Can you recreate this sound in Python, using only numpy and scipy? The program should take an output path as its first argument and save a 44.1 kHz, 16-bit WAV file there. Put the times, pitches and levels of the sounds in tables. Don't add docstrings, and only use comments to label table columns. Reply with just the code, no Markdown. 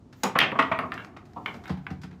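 import sys
import numpy as np
from scipy import signal
from scipy.fft import rfft, irfft
from scipy.io import wavfile
from scipy.ndimage import map_coordinates

SR = 44100
rng = np.random.default_rng(int(sys.argv[2]) if len(sys.argv) > 2 else 0)


def log_audio(samples):
    frames = np.atleast_2d(samples).T
    limited = np.clip(frames, -1, 1)
    pcm = np.round(limited * 32767).astype(np.int16)
    wavfile.write(sys.argv[1], SR, pcm)


N = 97020
T = np.arange(N) / SR
HZ = np.fft.rfftfreq(2 * N, 1 / SR)

# f/Hz, level/dB
COLLISION_SPECTRUM = [(60, -31.5), (250, -18.5), (650, -23.5), (900, -7), (1150, 1), (1700, 3.5), (2400, 0),
                      (3200, -5), (3900, -18), (5500, -33), (7500, -49.5), (15000, -65.5)]


def amp(db):
    return 10 ** (np.asarray(db) / 20)


def unit(x):
    return x / np.sqrt(np.sum(x ** 2) + 1e-20)


def along(points, hz):
    f, values = np.transpose(points)
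    return np.interp(np.log(hz + 1), np.log(f + 1), values)


def envelope(points):
    return amp(np.interp(T, *np.transpose(points)))


def mix(*parts):
    size = max(map(len, parts))
    return sum(np.pad(p, (0, size - len(p))) for p in parts)


def noise(spectrum):
    x = irfft(rfft(rng.standard_normal(2 * N)) * amp(along(spectrum, HZ)))[:N]
    return x / x.std()


def pulse(spectrum, tilt=0, size=4096):
    hz = np.fft.rfftfreq(size, 1 / SR)
    db = along(spectrum, hz) + tilt * np.log2(np.maximum(hz, 500))
    cepstrum = irfft(np.log(amp(db)))
    cepstrum[1:size // 2] *= 2
    cepstrum[size // 2:] = 0
    return unit(irfft(np.exp(rfft(cepstrum))))


def burst(spectrum, t60, rise=0.0004, hold=0, tilt=0, size=16384):
    t = T[:size]
    shape = (1 - np.exp(-t / rise)) * amp(-60 * np.maximum(t - hold, 0) / t60)
    excitation = rng.choice([-1, 1], size) * shape
    return unit(signal.fftconvolve(excitation, pulse(spectrum, tilt))[:size])


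def ring(modes, rise, spread_db=1.5, spread_rad=0.4):
    t = T[:SR]
    x = np.zeros(SR)
    for k, (hz, db, t60) in enumerate(modes):
        decay = amp(db + spread_db * rng.normal() - 60 * t / t60)
        x += (-1) ** k * decay * np.sin(2 * np.pi * hz * t + spread_rad * rng.normal())
    return unit(x * (1 - np.exp(-t / rise)))


def reverberation(far_db=-13.5, delay_s=0.0048, rise_s=0.0065):
    # f/Hz, T60/s
    deck = [(100, .45), (300, 0.25), (1000, 0.19), (2500, 0.18), (6000, 0.17), (14000, 0.13)]
    # f/Hz, T60/s
    walls = [(100, 0.81), (300, 0.89), (1000, 1.1), (2500, 0.63), (6000, 0.52), (14000, 0.22)]
    hz, t, bands = signal.stft(rng.standard_normal(SR), SR, nperseg=256)

    def decay(t60s):
        gain = np.sqrt(2 * np.log(1000) / (SR * along(t60s, 870)))
        return gain * np.exp(-np.log(1000) * t / along(t60s, hz)[:, None])

    bands = bands * (decay(deck) + amp(far_db) * decay(walls))
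    echoes = signal.istft(bands, SR, nperseg=256)[1][:SR]
    onset = 1 - np.exp(-np.maximum(T[:SR] - delay_s, 0) / rise_s)
    return echoes * onset


def add(out, s, x, room_db):
    path = amp(room_db) * reverberation()
    path[0] += 1
    heard = signal.fftconvolve(x, path)
    start = round(s * SR)
    out[start:start + len(heard)] += heard[:N - start]


def air():
    # f/Hz, level/dB
    spectrum = [(25, -31.5), (45, -4.5), (70, -1.5), (100, 3), (190, -5), (256, -0.5), (330, -9),
                (530, -19.5), (1040, -25), (2000, -38.5), (4000, -41.5), (7000, -45), (10000, -55.5),
                (16000, -64.5)]
    return amp(-50.5) * noise(spectrum)


def player(flutter_db=2, flutter_hz=30):
    # t/s, level/dB
    movement = [(.1, -96), (.14, -74.5), (.5, -68), (.8, -69.5), (1.05, -63), (1.15, -88), (1.35, -70),
                (1.55, -60.5), (1.75, -82), (1.85, -73), (2.06, -80), (2.2, -79.5)]
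    # f/Hz, level/dB
    fabric = [(300, -7), (1500, 8), (4500, -1), (7000, -4), (9500, -13.5), (14000, -10), (16000, -17.5)]
    # t/s, level/dB
    steps = [(0.956, -18), (1.591, -22)]
    # f/Hz, level/dB
    boards = [(30, -17), (60, 7), (90, -3), (140, -14.5), (250, 2), (500, -36), (2000, -49.5), (10000, -72)]
    flutter = map_coordinates(rng.standard_normal(128), [T * flutter_hz], mode="wrap")
    out = noise(fabric) * envelope(movement) * amp(flutter_db * flutter)
    for s, db in steps:
        add(out, s, amp(db) * burst(boards, t60=0.32, rise=0.017), room_db=-14)
    return out


def ticks():
    # t/s, level/dB, T60/s, tilt/(dB/octave)
    contacts = [(.126, -25.5, 0.071, 0.5), (0.806, -31, .04, -0.5), (.939, -21, .03, 2),
                (1.046, -17.5, 0.021, -2.5), (1.167, -17.5, 0.05, -5), (1.253, -35, .08, 3),
                (1.333, -35.5, 0.025, 2), (1.54, -18.5, 0.056, -3), (1.637, -23, 0.076, -0.5),
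                (1.677, -23, 0.047, 1.5), (1.694, -11, 0.041, -5), (1.903, -17.5, 0.06, -4),
                (2.015, -27, 0.087, 2), (2.033, -18.5, 0.08, -0.5), (2.11, -26.5, 0.054, -4)]
    # f/Hz, level/dB
    spectrum = [(60, -25), (200, -5.5), (1500, 9.5), (3000, -1), (4800, 0), (7000, -8.5), (10000, -19),
                (15000, -24), (16000, -25.5)]
    out = np.zeros(N)
    for s, db, t60, tilt in contacts:
        add(out, s, amp(db) * burst(spectrum, t60, rise=0.0015, tilt=tilt), room_db=-4.5)
    return out


def cue(slide_s=0.14, strike_s=0.2338):
    # f/Hz, level/dB
    slide = [(500, 2), (2000, 0.5), (5000, -5.5), (7000, -4), (9000, -18), (12000, -12), (14500, -2.5),
             (16000, -9)]
    # f/Hz, level/dB
    tip = [(60, -36), (300, -5), (900, 4), (2500, -8.5), (4000, -2), (5800, -5), (6900, -1.5), (8000, -7),
           (10500, -16), (12000, -13.5), (13500, -19.5), (15000, -18), (16000, -21.5)]
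    # f/Hz, level/dB, T60/s
    ferrule = [(3940, -9, 0.038), (4840, -10, .03), (6760, 0.5, .022), (6930, -5, .02)]
    # f/Hz, level/dB
    shaft = [(40, -45.5), (100, -14), (170, 3.5), (300, -3), (460, 2), (570, -6), (820, 3.5), (1150, 0),
             (1500, -7), (2100, -8), (3500, -19.5), (9000, -35)]
    out = np.zeros(N)
    add(out, slide_s, amp(-30) * burst(slide, t60=0.05, rise=0.04, hold=strike_s - slide_s), room_db=-2)
    add(out, strike_s, amp(0.5) * burst(tip, t60=0.033, hold=0.0018), room_db=-4.5)
    add(out, strike_s, amp(-3) * ring(ferrule, rise=0.001), room_db=-8.5)
    add(out, strike_s, amp(6.5) * burst(shaft, t60=0.15, rise=0.003, hold=0.0076), room_db=-2)
    return out


def knocks(rise_s=0.0015):
    # t/s, level/dB, tilt/(dB/octave), relative ring level/dB
    impacts = [(.3533, 7.5, -3, -9.5), (.519, -1.5, -12, -8.5), (.554, -7, -6, 4), (.588, 12.5, 2, -3.5),
               (.7143, 6.5, 0, -1), (.791, -3.5, -0.5, 3.5), (.834, -7, -8.5, 2), (1.545, -15, -15, -10)]
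    # f/Hz, level/dB
    spectrum = [(50, -39.5), (110, -13.5), (180, -9), (280, -4.5), (370, -19.5), (470, -10.5), (800, -9.5),
                (1150, 4), (1600, -8.5), (2100, -7), (3300, -18.5), (4600, -37.5), (8000, -50.5),
                (15000, -67)]
    # f/Hz, level/dB, T60/s
    table_modes = [(180.4, -13.5, 0.11), (256, -15, 0.27), (447, -9, 0.1), (661.5, -0.5, 0.077),
                   (854, -17.5, 0.071), (966, -20.5, 0.48), (1055, -11.5, .25), (1110, 1, 0.11),
                   (1180, -7.5, 0.068), (1239, -4, 0.083), (1565, -9.5, .07), (1990, -41.5, .17),
                   (1986, -21.5, .12), (2173, -18, 0.2)]
    out = np.zeros(N)
    for s, db, tilt, ring_db in impacts:
        bang = burst(spectrum, t60=0.057, rise=rise_s, hold=0.01, tilt=tilt)
        ringing = amp(ring_db) * ring(table_modes, rise_s)
        add(out, s, amp(db) * mix(bang, ringing), room_db=-1.5)
    return out


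def click(tilt, linger_hz=2130, width_hz=1380):
    _, poles = signal.iirpeak(linger_hz, linger_hz / width_hz, SR)
    return signal.lfilter(poles[::-1], poles, pulse(COLLISION_SPECTRUM, tilt))


def clacks(rail_delay_s=0.0032):
    # t/s, level/dB, tilt/(dB/octave), relative snap level/dB, relative echo level/dB
    collisions = [(0.3885, 10, 8.5, -5.5, -21), (0.402, 5, 7, -29, -1), (0.4048, 6, 8, -38, 3),
                  (0.4141, 7.5, -1, -40, 0.5), (.428, -2, 5.5, -39, 3), (0.4335, -5, -1, -24, -5),
                  (0.518, -6.5, -2, -21, -22), (0.625, -3.5, 3.5, -18, -4.5),
                  (0.7893, -0.5, -4.5, -20, -4.5), (0.9198, -3.5, -3, -20, -2), (0.9775, -10, -2, -22, 2.5),
                  (1.1648, -21, -10, -19.5, 2), (1.4597, -1.5, -1.5, -18.5, -1),
                  (1.6563, -17.5, -5.5, -13, 6), (1.8668, -7.5, -3, -24.5, -6.5)]
    # f/Hz, level/dB
    bed = [(50, -34), (150, -4), (330, -3), (500, -6.5), (750, -1), (1200, -8), (2000, -23.5), (4000, -35),
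           (12000, -59.5)]
    # f/Hz, level/dB
    snap_spectrum = [(1000, 4.5), (3000, 13), (4800, 5), (6600, -17), (8300, -8), (12000, -7),
                     (14800, -5.5), (16000, -8)]
    out = np.zeros(N)
    for s, db, tilt, snap_db, room_db in collisions:
        direct = click(tilt)
        rail_echo = amp(-11) * np.pad(direct, (round(rail_delay_s * SR), 0))
        scatter = amp(3.5) * burst(COLLISION_SPECTRUM, t60=0.03, rise=0.00044, tilt=tilt)
        body = unit(mix(direct, rail_echo, scatter))
        jolt = amp(-10) * burst(bed, t60=0.16, rise=0.021)
        snap = amp(snap_db) * burst(snap_spectrum, t60=0.011)
        add(out, s, amp(db) * mix(body, jolt, snap), room_db)
    return out


def rack(start_s=0.403, length_s=0.097, count=32, fade_db=21.5, spread_db=4.6):
    # f/Hz, level/dB, T60/s
    rail_modes = [(1890, -10.5, 0.24), (2040, -2.5, .35), (2150, 2, 0.29), (2525, 4.5, 0.25),
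                  (2480, -1.5, 0.24), (2733, 4, 0.26), (2720, -8.5, 0.28), (2980, -10, 0.36)]
    out, hits = np.zeros(N), np.zeros(SR // 2)
    for k, (jitter, weakness) in enumerate(rng.random((count, 2))):
        progress = ((k + jitter) / count) ** 1.3
        strength = amp(-5.5 - fade_db * progress - spread_db * weakness)
        hits[int(progress * length_s * SR)] += rng.choice([-1, 1]) * strength
    add(out, start_s, signal.fftconvolve(hits, click(tilt=8)), room_db=-7)
    add(out, start_s, amp(3) * ring(rail_modes, rise=0.018), room_db=-22.5)
    return out


def rolling():
    # t/s, level/dB
    motion = [(.4, -88), (.5, -46), (.95, -46.5), (1.25, -58), (1.6, -50), (1.9, -58), (2.2, -69)]
    # f/Hz, level/dB
    spectrum = [(40, -22), (70, -4.5), (150, -1), (280, -3), (400, -0.5), (550, -20), (730, -2.5),
                (1000, -20.5), (2000, -25.5), (4000, -43.5), (15000, -53.5)]
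    return noise(spectrum) * envelope(motion)


def jaw(contact_s=1.361):
    # f/Hz, level/dB
    spectrum = [(50, -51), (200, -5), (500, -14.5), (680, -9.5), (800, -14), (930, -1), (1200, -8),
                (1450, -32.5), (3000, -41), (10000, -67)]
    out = np.zeros(N)
    add(out, contact_s, amp(-5.5) * burst(spectrum, t60=0.065, hold=0.019), room_db=-1.5)
    return out


def pockets():
    # t/s, level/dB, relative rattle level/dB
    drops = [(1.701, 5.5, -15), (1.771, -15.5, -5.5), (1.908, 0, -18), (2.038, -7.5, -14),
             (2.126, -15.5, -12.5)]
    # f/Hz, level/dB, T60/s
    pocket_modes = [(72.2, -12, 0.37), (88.2, -10.5, 0.36), (145.4, -11, 0.46), (182.4, -0.5, .19),
                    (268, -8, 0.12), (334, -15, 0.15), (452.6, -13, 0.095), (763, -15.5, 0.13)]
    # f/Hz, level/dB
    liner = [(100, 5.5), (400, -20), (800, 4.5), (2000, -8), (4000, -14), (8000, -32.5), (15000, -37)]
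    out = np.zeros(N)
    for s, db, rattle_db in drops:
        thud = ring(pocket_modes, rise=0.0025)
        rattle = amp(rattle_db) * burst(liner, t60=0.19)
        add(out, s, amp(db) * mix(thud, rattle), room_db=-8.5)
    return out


def scene():
    impacts = cue() + ticks() + clacks() + rack() + knocks() + jaw() + pockets()
    return (impacts + rolling() + player() + air())[None]


def record(dry, low_cut_hz=58, ceiling=0.75, top_hz=15650):
    high_pass = signal.butter(3, low_cut_hz, "high", fs=SR, output="sos")
    thin = signal.sosfilt(high_pass, dry)
    rounded = thin / (1 + np.abs(thin / ceiling) ** 4) ** (1 / 4)
    low_pass = 1 / (1 + (HZ / top_hz) ** 120)
    return irfft(rfft(rounded, 2 * N) * low_pass)[:, :N]


dry = scene()
out = record(dry)
log_audio(out)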